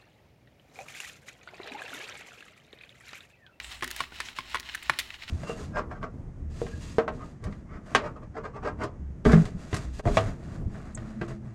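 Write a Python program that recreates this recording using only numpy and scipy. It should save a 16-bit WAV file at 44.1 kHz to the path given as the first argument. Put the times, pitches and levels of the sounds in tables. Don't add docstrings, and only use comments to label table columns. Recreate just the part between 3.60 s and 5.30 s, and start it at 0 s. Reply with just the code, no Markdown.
import sys
import numpy as np
from scipy import signal
from scipy.fft import rfft, irfft, next_fast_len
from scipy.io import wavfile

SR = 44100
rng = np.random.default_rng(int(sys.argv[2]) if len(sys.argv) > 2 else 0)


def generate_wav(signal):
    frames = np.transpose(np.atleast_2d(signal))
    scaled = np.clip(frames, -1, 1) * 32767
    pcm = np.round(scaled).astype(np.int16)
    wavfile.write(sys.argv[1], SR, pcm)


N = 74970
T = np.arange(SR // 5) / SR


def amp(db):
    return 10 ** (np.asarray(db) / 20)


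def unit(x):
    return x / np.sqrt(np.mean(x ** 2) + 1e-20)


def along(points, hz):
    f, v = np.transpose(points)
    return np.interp(np.log(hz + 1), np.log(f + 1), v)


def filtered(x, gain):
    size = next_fast_len(len(x) + 8192)
    return irfft(rfft(x, size) * gain(np.fft.rfftfreq(size, 1 / SR)), size)[:len(x)]


def noise(spectrum, size):
    return unit(filtered(rng.standard_normal(size), lambda hz: amp(along(spectrum, hz))))


def fade(t60, t=T):
    return np.exp(-np.log(1000) * t / t60)


def ring(hz, t60):
    return np.sin(2 * np.pi * hz * T) * fade(t60)


def burst(spectrum, t60):
    return noise(spectrum, len(T)) * fade(t60)


def add(track, s, sound):
    i = max(0, round(s * SR))
    track[i:i + len(sound)] += sound[:max(0, N - i)]


# f/Hz, relative level/dB
HUM_SPECTRUM = [(20, -7.5), (40, -15), (56, 8), (75, -2.5), (100, -4), (170, -14), (215, -11), (260, -15),
                (320, -15), (600, -24.5), (2000, -18.5), (6000, -72), (16000, -40)]
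def room_hum(rms_db=-54.5):
    return amp(rms_db) * noise(HUM_SPECTRUM, N)


# f/Hz, t60/s
ROOM_DECAY = [(150, 0.64), (1200, 0.34), (4000, 0.24), (12000, 0.55)]
def reverberation(x, level_db=-13.5, delay_s=0.007):
    hz, t, spectra = signal.stft(rng.standard_normal(SR // 2), SR, nperseg=256)
    decay = fade(along(ROOM_DECAY, hz)[:, None], t)
    tail = signal.istft(spectra * decay, SR, nperseg=256)[1]
    tail = np.pad(tail / np.linalg.norm(tail), (round(delay_s * SR), 0))
    return amp(level_db) * signal.fftconvolve(x, tail)[:N]


# f/Hz, level/dB, t60/s
CAVITY_MODES = [(261.6, -20.5, 0.33), (383.4, -21, 0.4)]
def cavity(x, width_hz=24):
    t = np.arange(SR // 2) / SR
    tail = np.zeros(len(t))
    for centre_hz, db, t60 in CAVITY_MODES:
        band = lambda hz: np.exp(-((hz - centre_hz) / width_hz) ** 2)
        hum = filtered(rng.standard_normal(len(t)), band) * fade(t60, t)
        tail += amp(db) * hum / np.linalg.norm(hum)
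    return signal.fftconvolve(x, tail)[:N]


def room_response(x, step_s=0.15):
    t = np.arange(N) / SR
    centres = np.arange(0, t[-1] + step_s, step_s)
    parts = [x * np.maximum(1 - abs(t - s) / step_s, 0) for s in centres]
    return sum(reverberation(part) + cavity(part) for part in parts)


def with_bucket_echoes(sound, echo_db, t60=0.019, delay_s=0.0024, cutoff_hz=4960):
    echoes = rng.standard_normal(len(T)) * fade(t60) * (T > delay_s)
    echoes = filtered(echoes / np.linalg.norm(echoes), lambda hz: 1 / np.hypot(1, hz / cutoff_hz))
    return sound + amp(echo_db) * signal.fftconvolve(sound, echoes)[:len(T)]


# t/s, duration/s, level/dB, centre f/Hz, half width/octaves
RUB_STROKES = [(0.025, 0.063, -52.5, 7800, 0.11), (0.028, 0.23, -57, 7560, 0.31),
               (0.361, 0.06, -53, 6900, 0.66), (0.643, 0.07, -50, 6000, 0.32),
               (1.226, 0.019, -50.5, 8000, 0.18)]
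def shell_rubs(rise_s=0.01):
    out = np.zeros(N)
    for s, length, db, centre_hz, octaves in RUB_STROKES:
        band = lambda hz: 1 / (1 + (np.log2((hz + 1) / centre_hz) / octaves) ** 2)
        hiss = unit(filtered(rng.standard_normal(len(T)), band))
        stroke = np.minimum(T / rise_s, 1) * np.clip(1 - (T / length) ** 2, 0, 1)
        add(out, s, amp(db) * stroke * hiss)
    return out


# t/s, relative level/dB
RATTLE_ENVELOPE = [(0, -46), (.03, -47.5), (.09, -48.5), (0.119, -38.5), (0.201, -57.5), (.25, -46),
                   (.34, -46.5), (.40, -38.5), (.44, -44), (.495, -59.5), (0.559, -45.5), (.66, -45),
                   (0.711, -46.5), (.75, -57.5), (.768, -40.5), (0.828, -52), (0.929, -41), (1.02, -55.5),
                   (1.06, -45.5), (1.125, -45), (1.209, -52), (1.259, -44.5), (1.36, -49), (1.46, -46.5),
                   (1.52, -53), (1.548, -43.5), (1.574, -56.5), (1.629, -43), (1.662, -55.5),
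                   (1.695, -38.5)]
# f/Hz, relative level/dB
RATTLE_SPECTRUM = [(200, -79), (600, -9), (1200, -8), (2000, 1), (2900, -1), (4200, -6), (6000, -14),
                   (8500, -19.5), (11000, -30), (16000, -31)]
def seed_rattle(impacts_per_s=5000, spread_db=2.2, t60=0.0081, gain_db=-1.5, timbres=8):
    count = rng.poisson(impacts_per_s / SR, N)
    strength = amp(spread_db * np.minimum(rng.exponential(size=N), 4))
    impulses = count * strength * rng.choice([-1, 1], N)
    timbre = rng.integers(timbres, size=N)
    grains = np.zeros(N)
    for k in range(timbres):
        grain = rng.standard_normal(len(T)) * fade(t60)
        grains += signal.fftconvolve(impulses * (timbre == k), grain)[:N]
    rattle = unit(filtered(grains, lambda hz: amp(along(RATTLE_SPECTRUM, hz))))
    envelope_db = np.interp(np.arange(N) / SR, *np.transpose(RATTLE_ENVELOPE))
    return rattle * amp(gain_db + envelope_db)


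# t/s, level/dB
SEED_TAPS = [(.001, -32), (0.0449, -33.5), (.2090, -39.5), (0.438, -34.5), (0.616, -33.5), (.6865, -32),
             (0.8058, -38.5), (0.9704, -31.5), (.9835, -42), (1.0296, -39.5), (1.0892, -33.5),
             (1.096, -33.5), (1.1394, -34), (1.1770, -42), (1.2255, -38.5), (1.3357, -33.5), (1.4090, -36),
             (1.4122, -35), (1.5043, -33), (1.5417, -35), (1.6226, -35), (1.6356, -34.5), (1.6790, -36),
             (1.6930, -40.5)]
# f/Hz, relative level/dB
TAP_SPECTRUM = [(200, -32), (600, -27), (1200, -6.5), (2000, 3.5), (3100, 0), (4200, -4.5), (6000, -20),
                (8500, -25), (16000, -43.5)]
def seed_taps(t60=0.023):
    out = np.zeros(N)
    for s, db in SEED_TAPS:
        add(out, s, amp(db) * burst(TAP_SPECTRUM, t60))
    return out


# f/Hz, relative level/dB
CLICK_SPECTRUM = [(500, 1), (1500, 0.5), (3200, 3), (5000, -3), (9000, -3), (16000, -12)]
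def chaff(ticks=119, gain_db=2.5, spread_db=10, t60=0.0031):
    out = np.zeros(N)
    for s, weakness in rng.random((ticks, 2)):
        db = np.interp(s, *np.transpose(RATTLE_ENVELOPE)) + gain_db - spread_db * weakness
        add(out, s, amp(db) * burst(CLICK_SPECTRUM, t60))
    return out


# t/s, level/dB, pitch f/Hz, relative click level/dB
SEED_LANDINGS = [(.2430, -26, 1860, 2.5), (0.246, -22.5, 1790, -10), (0.2773, -29.5, 1890, 1.5),
                 (0.3056, -33, 1930, 4.5), (0.3126, -31.5, 1720, 8.5), (0.315, -41.5, 1800, 6.5),
                 (0.3635, -32.5, 1680, 7.5), (1.1482, -22, 1783, -7), (1.1521, -29, 1870, 3),
                 (1.1521, -29.5, 1670, -13), (1.2296, -43, 2020, 9)]
# ratio to the pitch, relative level/dB, t60/s
BUCKET_MODES = [(.86, -12.5, 0.019), (1.001, -2, 0.023), (1.17, -11.5, 0.018), (1.8, -15.5, 0.014)]
def seed_drops(click_gain_db=-3, lowest_hz=1300):
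    out = np.zeros(N)
    for s, db, hz, click_db in SEED_LANDINGS:
        wall = sum(amp(level) * ring(hz * ratio, t60) for ratio, level, t60 in BUCKET_MODES)
        click = amp(click_gain_db + click_db) * burst(CLICK_SPECTRUM, t60=0.012)
        add(out, s, amp(db) * with_bucket_echoes(wall + click, echo_db=-10.5))
    highpass = signal.butter(4, lowest_hz, "high", fs=SR, output="sos")
    return signal.sosfilt(highpass, out)


# t/s, level/dB, t60/s, frequency ratio
HUSK_SNAPS = [(0.9986, -28.5, 0.01, 1.17), (1.005, -35, 0.013, 0.98), (1.3884, -22, 0.052, 1),
              (1.3919, -24, 0.02, 1.03), (1.3993, -27.5, .028, 1.06)]
# f/Hz, relative level/dB
SNAP_SPECTRUM = [(200, -20.5), (700, -17), (1300, -11), (1850, 1.5), (3500, -0.5), (5000, -8), (7500, -12),
                 (12000, -14), (16000, -23)]
def husk_crackle():
    out = np.zeros(N)
    for s, db, t60, ratio in HUSK_SNAPS:
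        spectrum = [(hz * ratio, level) for hz, level in SNAP_SPECTRUM]
        add(out, s, amp(db) * burst(spectrum, t60))
    return out


# t/s, level/dB, tilt/(dB per octave), relative hollow/dB, thud/dB, crunch/dB
BLOWS = [(0.2235, -21, -6, -1.5, 9.5, 3), (0.2317, -22.5, -4, 1, 1.5, 3.5),
         (0.4043, -19.5, 0, 4.5, -5.5, 3), (0.4127, -28.5, -7.5, -1, 7, 5),
         (0.521, -39.5, -11.5, -23, 13, 5.5), (0.6019, -22.5, 3.5, -37, -5.5, 5.5),
         (0.6073, -38.5, 19.5, -23, 7, -15), (0.7864, -25, 1.5, 7, 5, 2.5),
         (0.9446, -17.5, 1, -1.5, -2, -2), (0.9535, -24, 0, 7.5, -3, 4.5), (0.9583, -36, 17.5, -22, 6, 3),
         (1.2959, -7.5, 1, -10, -6.5, -4)]
# f/Hz, relative level/dB, t60/s
SHELL_MODES = [(703, -14, 0.027), (854, -18, 0.03), (1093, -2, 0.011), (1413, -3.5, 0.016),
               (1720, -2, 0.012), (1912, -4.5, 0.011), (2260, -12, 0.024), (2900, -28, 0.011),
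               (3453, -16, 0.026), (4045, -23.5, 0.054)]
# f/Hz, relative level/dB, t60/s
THUD_MODES = [(134.6, -23.5, 0.069), (237.7, -23.5, 0.04), (347.3, -21, 0.049), (692, -17.5, 0.029)]
# f/Hz, relative level/dB
CRUNCH_SPECTRUM = [(200, -16), (700, -7.5), (1500, 0), (3000, -1), (5000, -9.5), (7000, -16.5), (9500, -16),
                   (16000, -36.5)]
def gourd_knocks(hollow_hz=1067, attack_s=0.00084, thud_attack_s=0.0042):
    out = np.zeros(N)
    for s, db, slope, hollow_db, thud_db, crunch_db in BLOWS:
        tilt = lambda hz: slope * np.log2(np.clip(hz / hollow_hz, 0.5, 2))
        shell = sum((-1) ** k * amp(level + tilt(hz) + rng.normal()) * ring(hz, t60)
                    for k, (hz, level, t60) in enumerate(SHELL_MODES))
        thud = sum((-1) ** k * amp(level) * ring(hz, t60)
                   for k, (hz, level, t60) in enumerate(THUD_MODES))
        hollow = amp(hollow_db - 8.5) * ring(hollow_hz, t60=0.038)
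        spectrum = [(hz, level + tilt(hz)) for hz, level in CRUNCH_SPECTRUM]
        crunch = amp(crunch_db - 4.5) * burst(spectrum, t60=0.023)
        sharp = (shell + hollow + crunch) * (1 - np.exp(-T / attack_s))
        soft = amp(thud_db) * thud * (1 - np.exp(-T / thud_attack_s))
        add(out, s, amp(db) * with_bucket_echoes(sharp + soft, echo_db=-7))
    return out


def scene():
    near = gourd_knocks() + seed_drops() + husk_crackle()
    near += seed_rattle() + seed_taps() + shell_rubs() + chaff()
    return (near + room_response(near) + room_hum())[None]


def record(dry, top_hz=16000):
    return np.array([filtered(x, lambda hz: hz < top_hz) for x in dry])


dry = scene()
out = record(dry)
generate_wav(out)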